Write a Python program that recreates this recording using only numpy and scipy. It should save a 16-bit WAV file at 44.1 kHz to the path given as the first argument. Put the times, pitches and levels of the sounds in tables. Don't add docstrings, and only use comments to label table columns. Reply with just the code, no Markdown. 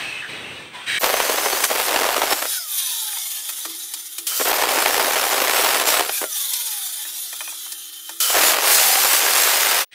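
import sys
import numpy as np
from scipy import signal
from scipy.fft import rfft, irfft, next_fast_len
from scipy.io import wavfile
from scipy.ndimage import uniform_filter1d, map_coordinates

SR = 44100
rng = np.random.default_rng(int(sys.argv[2]) if len(sys.argv) > 2 else 0)


def transcribe(signal):
    frames = np.atleast_2d(signal).T
    limited = np.clip(frames, -1, 1)
    pcm = np.round(limited * 32767).astype(np.int16)
    wavfile.write(sys.argv[1], SR, pcm)


N = 438347

# (pitch [Hz], ring time [s])
ROOM_ECHO = [(200, 0.22), (2000, 0.039), (12000, 0.018)]
# (start [s], end [s], screech [dB], rasp [dB], boom [dB], fade [dB/s])
SCRAPE_STROKES = [(-.02, 0.27, -24.5, -37, -42, 34.5), (0.276, 0.608, -36, -44.5, -43.5, 0.5),
                  (0.727, 0.852, -34.5, -44.5, -60, 15.5), (0.862, 0.987, -21.5, -47, -48, -28),
                  (9.91, 9.94, -39, -64, -66, 0)]
# (pitch [Hz], level [dB])
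SCRAPE_TONE = [(29, -54), (50, -24), (119, -14.5), (222, -17), (342, -14), (1250, -16.5), (1630, -14.5),
               (2510, -10), (3860, -16.5), (4910, -29), (5410, -31), (7390, -36.5), (8330, -31),
               (9860, -40.5), (15600, -42)]
# (pitch [Hz], width [Hz], level [dB])
SCREECH_PEAKS = [(1670, 64, 1), (1895, 81, 1), (2254, 35, 1), (2320, 42, 1.5), (2550, 58, -12),
                 (3130, 140, -2.5), (3880, 38, 3.5), (4600, 75, -11)]
FIZZ_PEAKS = [(5950, 220, -1.8), (8550, 700, -0.35)]
# (start [s], end [s], pitch [Hz], width [Hz], level [dB])
SQUEAL_EVENTS = [(0, 0.233, 2590, 150, -32.5), (.216, .284, 1740, 200, -32.5), (.28, .427, 2050, 160, -44),
                 (0.422, .56, 2690, 130, -40), (0.723, .84, 980, 120, -42.5), (1, 1.95, 3160, 151, -43),
                 (1.048, 1.75, 6170, 260, -35.5), (1.508, 1.567, 4500, 109.4, -31),
                 (2.457, 2.655, 5100, 350, -35), (2.74, 3.035, 3780, 400, -34),
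                 (6.121, 6.195, 2440, 130, -36.5), (6.322, 6.358, 5950, 219, -31),
                 (7.403, 7.513, 2500, 70, -45), (7.55, 8.19, 3100, 80, -45), (8.743, 9.016, 773, 55, -30)]
# (time [s], clink [dB], knock [dB], pitch [Hz], blade hum [dB])
SLAB_KNOCKS = [(3.128, -40, -36, 2430, -81), (3.168, -41, -34, 1450, -79), (3.49, -27, -32.5, 2360, -72),
               (3.651, -28, -30, 1160, -41), (3.937, -22.5, -39, 1750, -61),
               (4.182, -22.5, -37, 2670, -48.5), (6.534, -17.5, -47, 2490, -75),
               (7.051, -40, -37.5, 1790, -63), (7.328, -35, -34, 2070, -64), (7.406, -39, -30, 2460, -66),
               (7.475, -43, -33.5, 2480, -66), (7.523, -43, -37, 719, -80), (7.663, -42, -41, 470, -73),
               (7.72, -25, -46, 1840, -63), (8.092, -29, -33, 1300, -49.5)]
# (pitch [Hz], level [dB], ring time [s])
TILE_TONES = [(361, -2, 0.051), (570, -13, 0.017), (910, 2, 0.045), (1174, -3, 0.04), (1840, 3.5, 0.029),
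              (2450, 2, 0.052), (3160, 5.5, 0.041)]
# (switch on [s], rim meets stone [s], rim leaves [s], switch off [s],
# starting jerk [dB], first depth [0-1], last depth [0-1])
CUT_RUNS = [(.8, 1.013, 2.402, 2.39, -56, 0.37, 0.4), (4.267, 4.441, 5.995, 6.04, -35, 0.36, 0.5),
            (8.201, 8.316, 9.83, 9.86, -26.5, 0.46, .85)]
# (pitch [Hz], level [dB])
FAN_TONE = [(400, -71), (680, -58.5), (840, -42), (960, -45), (1200, -45), (1540, -33.5), (1800, -46),
            (2200, -51)]
WHISTLE_TONE = [(3000, -74), (6000, -46), (9000, -39), (11000, -33), (12800, -37.5), (13500, -21),
                (14300, -26), (15600, -47)]
# (pitch [Hz], width [Hz], level [dB])
RUBBED_PEAKS = [(850, 71, -15.5), (1210, 110, -2), (1450, 97, 13), (1780, 105, 18), (2480, 100, -58),
                (3340, 500, -3.5), (3920, 27, 1), (4630, 120, 6), (6100, 87, 7), (6650, 120, 3),
                (7080, 86, -17), (9050, 360, 2), (9730, 420, 5), (12200, 150, -21.5), (12600, 110, -3),
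                (12500, 87, 8)]
SINGING_PEAKS = [(3170, 88, -3), (3520, 170, -1.5), (3860, 130, -8)]
JERKED_PEAKS = [(527, 130, -12), (1330, 200, -3), (3060, 130, 2.5)]
# (pitch [Hz], level [dB])
BODY_TONE = [(88, -72), (150, -46), (228, -61), (292, -59), (323, -24), (358, -45), (537, -16),
             (621, -23.5), (855, -5), (988, -17), (1320, -12), (1790, -10.5), (2970, -3.5), (3540, 5),
             (4800, -3.5), (6240, -30), (10600, -120)]
SHEEN_TONE = [(2650, -45.5), (4500, -25), (4840, -7.5), (5650, -4.5), (6890, -3.5), (8430, -8), (9600, 0.5),
              (11000, -4.5), (13200, -3), (14900, -3.5), (15600, -12.5)]
# (time [s], level [dB])
LARGE_BITES = [(1.011, -9), (1.032, -9), (1.053, -7), (1.07, -13), (1.1, -3), (1.141, -2), (1.202, -1),
               (1.296, -1), (1.384, -9), (1.461, -2.5), (1.532, -4), (1.713, -3), (1.752, -9), (1.8, 1.5),
               (1.946, -7), (1.965, -4), (2.053, -3), (2.165, -2.5), (2.218, -4), (2.327, -2.5),
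               (2.426, -6), (2.454, -6), (4.4, -6.5), (4.414, -2), (4.458, -5), (4.478, -4), (4.496, -6),
               (6.062, -12), (6.094, -7), (6.216, -7), (6.229, -9), (6.241, -9), (8.303, -6), (8.347, -14)]
# (time [s], chipping [dB], hiss [dB])
CUT_LEVELS = [
    [(1.04, -19.5, -23), (1.076, -23.5, -27), (1.632, -28.5, -25), (1.644, -21, -15), (1.672, -38, -27.5),
     (1.694, -27, -26), (1.864, -27.5, -24), (1.97, -20, -28), (1.974, -23, -27), (2.282, -24.5, -28.5),
     (2.332, -23.5, -20.5), (2.34, -31.5, -26.5)],
    [(4.47, -22.5, -22.5), (4.532, -21, -26.5), (4.542, -24.5, -26), (4.63, -20.5, -25), (4.682, -29, -30),
     (4.69, -22, -24.5), (5.504, -23, -24), (5.578, -22.5, -20.5), (5.816, -22, -24), (5.85, -27, -29),
     (5.88, -22, -17), (6.0, -21.5, -24)],
    [(8.37, -20, -21), (8.482, -22, -14.5), (8.578, -22.5, -27), (8.722, -23.5, -13.5),
     (8.978, -28.5, -17.5), (9.062, -22, -18), (9.092, -29, -16.5), (9.104, -23.5, -18),
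     (9.148, -26.5, -15.5), (9.228, -24, -21), (9.372, -25, -17.5), (9.81, -25.5, -20.5)],
]
# (pitch [Hz], level [dB])
CHIP_TONE = [(15, -70), (25, -13.5), (146, -28.5), (313, -8), (421, -2), (732, 1.5), (3100, -7),
             (4000, -27), (5200, -49), (8800, -120)]
GRIT_TONE = [(1470, -29.5), (2500, -11.5), (5050, -1.5), (13400, -2), (14900, -2), (15600, -7.5)]

TOP_HZ = 15650
CLOSE_FROM_S, CLOSE_TO_S = 0.99, 9.85
FREE_HZ, SPIN_UP_S = 573, .05
SAG_HZ, SAG_AFTER_S, SAG_S = 33, .22, .15
DRAG_S, DRAG_TAU_S, COAST_TAU_S = .275, .5, 1.09
RING_RISE_S, RING_HOLD_S, RING_FALL_DB_PER_S = .12, 0.32, 8
LIFT_AFTER_S, LIFT_S, LIFT_DB = 0.25, 0.064, -8
BITE_HZ, BITE_SPREAD = 1010, 0.21


def amp(db):
    return 10 ** (np.asarray(db) / 20)


def unit(x):
    return x / np.sqrt(np.mean(x ** 2) + 1e-20)


def along(points, hz):
    pitches, values = np.transpose(points)
    return np.interp(np.log(hz + 1), np.log(pitches + 1), values)


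def curves(rows):
    times, *columns = np.transpose(rows)
    return np.array([np.interp(np.arange(N) / SR, times, column) for column in columns])


def held(start, end, attack_s, t60_s):
    t = np.arange(N) / SR
    return np.clip((t - start) / attack_s, 0, 1) * amp(-60 * np.maximum(t - end, 0) / t60_s)


def wobble(rate):
    return map_coordinates(rng.standard_normal(int(N * rate / SR) + 4), [np.arange(N) * rate / SR])


def band(hz, low_hz, high_hz, order=6):
    return 1 / np.sqrt((1 + (low_hz / (hz + 1)) ** (2 * order)) * (1 + (hz / high_hz) ** (2 * order)))


def resonances(peaks, hz):
    power = sum(amp(db) ** 2 / (1 + (2 * (hz - centre) / width) ** 2) for centre, width, db in peaks)
    return np.sqrt(power / power.max())


def coloured(x, gain):
    size = 2 * next_fast_len(N // 2 + 8192)
    cepstrum = irfft(np.log(np.maximum(gain(np.fft.rfftfreq(size, 1 / SR)), 1e-6)))
    cepstrum[1:size // 2] *= 2
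    cepstrum[size // 2 + 1:] = 0
    return irfft(rfft(x, size) * np.exp(rfft(cepstrum)))[:N]


def noise(gain):
    size = next_fast_len(N)
    return unit(irfft(rfft(rng.standard_normal(size)) * gain(np.fft.rfftfreq(size, 1 / SR)), size)[:N])


def grains(rate, scatter_db):
    clicks = (rng.random(N) < rate / SR) * np.sign(rng.standard_normal(N))
    return unit(clicks * amp(scatter_db * np.clip(rng.standard_normal(N), -2, 2)))


def shimmer(x, depth_db, rate):
    hz, t, spectrum = signal.stft(x, SR, nperseg=1024)
    swells = rng.standard_normal((int(t[-1] * rate) + 4, len(hz))).T
    swells = map_coordinates(swells, np.meshgrid(np.arange(len(hz)), t * rate, indexing="ij"), order=1)
    return unit(signal.istft(spectrum * amp(depth_db * swells), SR, nperseg=1024)[1][:N])


def hush():
    return amp(-76) * noise(lambda hz: band(hz, 220, 5000, order=3))


def room(x):
    hz, t, spectrum = signal.stft(rng.standard_normal(SR // 2), SR, nperseg=256)
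    tail = signal.istft(spectrum * amp(-60 * t / along(ROOM_ECHO, hz)[:, None]), SR, nperseg=256)[1]
    return signal.fftconvolve(np.pad(x, (300, 0)), tail / np.linalg.norm(tail))[:N]


def strokes():
    t, gains = np.arange(N) / SR, 0
    for start, end, *levels, fade in SCRAPE_STROKES:
        slope = amp(-fade * np.clip(t - start, 0, end - start))
        gains += np.outer(amp(levels), held(start, end, attack_s=0.023, t60_s=1) * slope)
    return gains


def far_scrape():
    screech, rasp, boom = strokes()
    colour = lambda hz: amp(along(SCRAPE_TONE, hz))
    part = lambda low_hz, high_hz: noise(lambda hz: colour(hz) * band(hz, low_hz, high_hz))
    hard = np.clip(screech / screech.max(), 0, 1) ** 2
    sharp = noise(lambda hz: resonances(SCREECH_PEAKS, hz) * band(hz, 1500, 4300))
    soft = shimmer(part(1460, 5700), depth_db=5.5, rate=12)
    shrill = np.sqrt(hard) * sharp + np.sqrt(1 - hard) * soft
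    edge = noise(lambda hz: colour(hz) * band(hz, 4750, 20000) * (.5 + resonances(FIZZ_PEAKS, hz)))
    body = boom * part(74, 530) + rasp * part(600, 1640)
    fizz = shimmer(edge, depth_db=2.5, rate=4.4)
    return body + screech * (amp(-3) * shrill + amp(-14) * fizz)


def squeals():
    out = np.zeros(N + SR)
    for start, end, hz, width_hz, db in SQUEAL_EVENTS:
        size = max(int((end - start) * SR), 256)
        detune = (np.fft.rfftfreq(size, 1 / SR) - hz) / width_hz
        ring = unit(irfft(rfft(rng.standard_normal(size)) / (1 + 2 * detune ** 2), size))
        out[round(start * SR):][:size] += amp(db) * ring * signal.windows.tukey(size, .3)
    return out[:N]


def knocks():
    out, t = np.zeros(N + SR), np.arange(SR // 4) / SR
    sparkle = noise(lambda hz: band(hz, 3400, 13700, order=3))
    thud = noise(lambda hz: band(hz, 460, 1950, order=3))
    for start, clink_db, knock_db, knock_hz, _ in SLAB_KNOCKS:
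        at = slice(round(start * SR), round(start * SR) + len(t))
        ring = 0
        for hz, db, t60 in TILE_TONES:
            level_db = db + rng.normal(0, 2) - 10 * abs(np.log2(hz / knock_hz))
            ring += amp(level_db - 60 * t / t60) * np.sin(2 * np.pi * hz * rng.normal(1, .015) * t)
        clink = amp(clink_db + 2.5 - 60 * t / 0.076) * sparkle[at]
        knock = amp(knock_db + 3) * ring + amp(knock_db - 0.5 - 60 * t / 0.073) * thud[at]
        tick = amp(clink_db - 1 - 60 * t / .012) * rng.standard_normal(len(t))
        out[at] += (clink + knock + tick) * (1 - np.exp(-t / 0.00075))
    return coloured(out[:N], lambda hz: band(hz, 540, 27000, order=5))


def shaft():
    t = np.arange(N) / SR
    speed, load, idle = np.zeros((3, N))
    for on, _, _, off, *_ in CUT_RUNS:
        age, coast = np.maximum(t - on, 0), np.maximum(t - off, 0)
        sag = np.clip((age - SAG_AFTER_S) / SAG_S, 0, 1)
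        driven = FREE_HZ * (1 - np.exp(-age / SPIN_UP_S)) - SAG_HZ * sag
        slowing = np.exp(-np.minimum(coast, DRAG_S) / DRAG_TAU_S
                         - np.maximum(coast - DRAG_S, 0) / COAST_TAU_S)
        speed = np.maximum(speed, driven * slowing)
        load, idle = np.where(t >= on, [sag * (t < off), coast], [load, idle])
    return speed, load, idle


def blade_hum(idle):
    free = np.clip((idle - LIFT_AFTER_S) / 0.089, 0, 1)
    low, upper = amp(-66) * free, amp(-62.5) * free
    for start, _, knock_db, _, hum_db in SLAB_KNOCKS:
        low += amp(hum_db) * held(start, start, attack_s=0.0086, t60_s=0.45)
        upper += amp(knock_db - 17.5) * held(start, start, attack_s=0.0044, t60_s=0.23)
    steady = unit(np.sin(2 * np.pi * 329 * np.arange(N) / SR + 1.04 * wobble(22)))
    hum = unit(steady + 0.56 * noise(lambda hz: band(hz, 310, 430, order=9)))
    deepest = (amp(-86) * free + amp(-29.5) * low) * noise(lambda hz: band(hz, 150, 185, order=8))
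    return low * hum + deepest + upper * noise(lambda hz: band(hz, 1180, 1350, order=28))


def motor(speed, load):
    speed = speed * (1 + .008 * wobble(200) + .002 * wobble(25))
    phase = 2 * np.pi * np.cumsum(speed) / SR

    def tone(per_turn):
        hz = per_turn * speed
        wave = unit(np.sin(per_turn * phase + .5 * wobble(110)) * amp(3.5 * wobble(70)))
        return wave * band(hz, 520, TOP_HZ, order=4) * (hz < TOP_HZ)

    fan = amp(along(FAN_TONE, 4 * speed)) * (tone(4) + amp(-14) * tone(2) + amp(-8) * tone(6))
    whistle = sum(amp(along(WHISTLE_TONE, per_turn * speed)) * tone(per_turn) for per_turn in (48, 24))
    return amp(-5) * fan + amp(-5 - 8 * load) * whistle


def starting_jerks():
    jerk = spray = clack = 0
    for on, _, _, _, db, *_ in CUT_RUNS:
        jerk += amp(db) * held(on, on + 0.13, attack_s=0.0021, t60_s=0.27)
        spray += amp(db + 8) * held(on, on + 0.034, attack_s=0.0036, t60_s=0.76)
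        clack += amp(-20) * held(on, on, attack_s=.002, t60_s=0.16)
    ring = noise(lambda hz: resonances(JERKED_PEAKS, hz) ** 1.37 * band(hz, 400, 4000))
    return jerk * ring + (spray + clack) * noise(lambda hz: band(hz, 3300, 17000, order=2))


def coasting_blade(speed, idle):
    lift_db = LIFT_DB * np.exp(-((idle - LIFT_AFTER_S) / LIFT_S) ** 2)
    fall_db = RING_FALL_DB_PER_S * np.maximum(idle - RING_HOLD_S, 0)
    ring = np.clip(idle / RING_RISE_S, 0, 1) * amp(lift_db - fall_db)
    blade_turns = np.cumsum(speed) / SR / 2.7
    rub = amp(0.5 * np.sin(2 * np.pi * blade_turns) + 1.2 * wobble(60))
    body = noise(lambda hz: amp(along(BODY_TONE, hz)) * (0.52 + resonances(RUBBED_PEAKS, hz)))
    sheen = noise(lambda hz: amp(along(SHEEN_TONE, hz)) * (0.44 + resonances(RUBBED_PEAKS, hz)))
    swell = np.clip((idle - LIFT_AFTER_S) / .16, 0, 1) * amp(-3 * np.maximum(idle - 1, 0))
    singing = swell * noise(lambda hz: resonances(SINGING_PEAKS, hz) ** 2)
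    return ring * rub * (amp(-31.5) * shimmer(body, depth_db=6, rate=11)
                         + amp(-23.5) * shimmer(sheen, depth_db=5.5, rate=14) + amp(-36) * singing)


def feed():
    chipping, hiss, slot = 0, 0, []
    for (on, meets, leaves, _, _, first, last), rows in zip(CUT_RUNS, CUT_LEVELS):
        chip_gain, hiss_gain = amp(curves(rows))
        running = held(on, leaves, attack_s=0.1, t60_s=0.69)
        in_stone = held(meets, leaves, attack_s=0.042, t60_s=0.33)
        chipping += chip_gain * (in_stone + amp(-19.5) * running)
        hiss += hiss_gain * running
        slot += [(meets, first), (leaves, last)]
    depth = curves(slot)[0]
    surges = amp(2.3 * (1 - depth) * (wobble(45) - 0.5))
    return chipping * surges, hiss, depth


def crumbling():
    return sum(amp(db - 20) * held(at - .007, at, attack_s=.007, t60_s=0.043) for at, db in LARGE_BITES)


def bites(chipping, depth):
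    out, t = np.zeros(N + SR), np.arange(SR // 30) / SR
    large = [(round(start * SR), amp(db)) for start, db in LARGE_BITES]
    small = [(at, chipping[at] * (1 - depth[at]) * amp(rng.normal(18, 3)))
             for at in rng.integers(N, size=320)]
    for at, size in large + small:
        pitch = BITE_HZ * np.exp(BITE_SPREAD * rng.normal())
        ring = 0
        for hz, sign in [(.5 * pitch, 1), (pitch, -1), (1.9 * pitch, 1)]:
            ring += sign * np.sin(2 * np.pi * hz * rng.normal(1, .09) * t) * amp(-60 * t * hz / 5.5)
        snap = ring + .4 * rng.standard_normal(len(t)) * amp(-60 * t / .009)
        out[at:][:len(t)] += size * snap / np.abs(snap).max()
    return amp(-2.5) * coloured(out[:N], lambda hz: band(hz, 315, 30000, order=4))


def cutting(chipping, hiss, depth):
    skip = np.clip(1.3 * chipping / (chipping + hiss + 1e-6), .3, 1)
    chatter = amp(skip * (3.9 * wobble(300) + wobble(35)))
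    chatter /= np.sqrt(np.abs(uniform_filter1d(chatter ** 2, SR // 40)))
    chips = chatter * (grains(rate=1500, scatter_db=2.5) + .5 * rng.standard_normal(N))
    colour = lambda hz: amp(along(CHIP_TONE, hz))
    deep = unit(coloured(chips, lambda hz: colour(hz) * band(hz, 6.2, 840, order=3)))
    light = unit(coloured(chips, lambda hz: colour(hz) * band(hz, 17, 980, order=3)
                          * band(hz, 1030, 30000, order=1)))
    crack = unit(coloured(chips, lambda hz: band(hz, 1083, 3460, order=3) + 0.13 * band(hz, 3800, 16000)))
    thump = chipping * ((1 - depth) * deep + depth * light)
    crack_gain = chipping ** .68 * hiss ** 0.36 * amp(-2 + 6 * depth)
    dust = grains(rate=9000, scatter_db=4) + rng.standard_normal(N)
    grit = unit(coloured(dust, lambda hz: amp(along(GRIT_TONE, hz))))
    fine = hiss * chatter ** 0.76 * shimmer(grit, depth_db=5.5, rate=16)
    return amp(-1) * thump + crack_gain * crack + amp(0.8) * fine


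def scene():
    t = np.arange(N) / SR
    speed, load, idle = shaft()
    chipping, hiss, depth = feed()
    contact = cutting(chipping + crumbling(), hiss, depth) + bites(chipping, depth) + knocks()
    tool = contact + amp(-19) * room(contact)
    tool += coasting_blade(speed, idle) + blade_hum(idle) + starting_jerks() + motor(speed, load)
    close = np.clip(np.minimum(t - CLOSE_FROM_S, CLOSE_TO_S - t) / 0.041, 0, 1)
    far = np.clip((CLOSE_FROM_S - t) / 0.0057, 0, 1) + (t > CLOSE_TO_S)
    mono = hush() + far * far_scrape() + squeals() + close * tool
    return np.array([mono, mono])


def record(dry):
    soft = dry / (1 + np.abs(dry / .72) ** 4) ** (1 / 4)
    return irfft(rfft(soft, 2 * N) * (np.fft.rfftfreq(2 * N, 1 / SR) < TOP_HZ))[:, :N]


dry = scene()
out = record(dry)
transcribe(out)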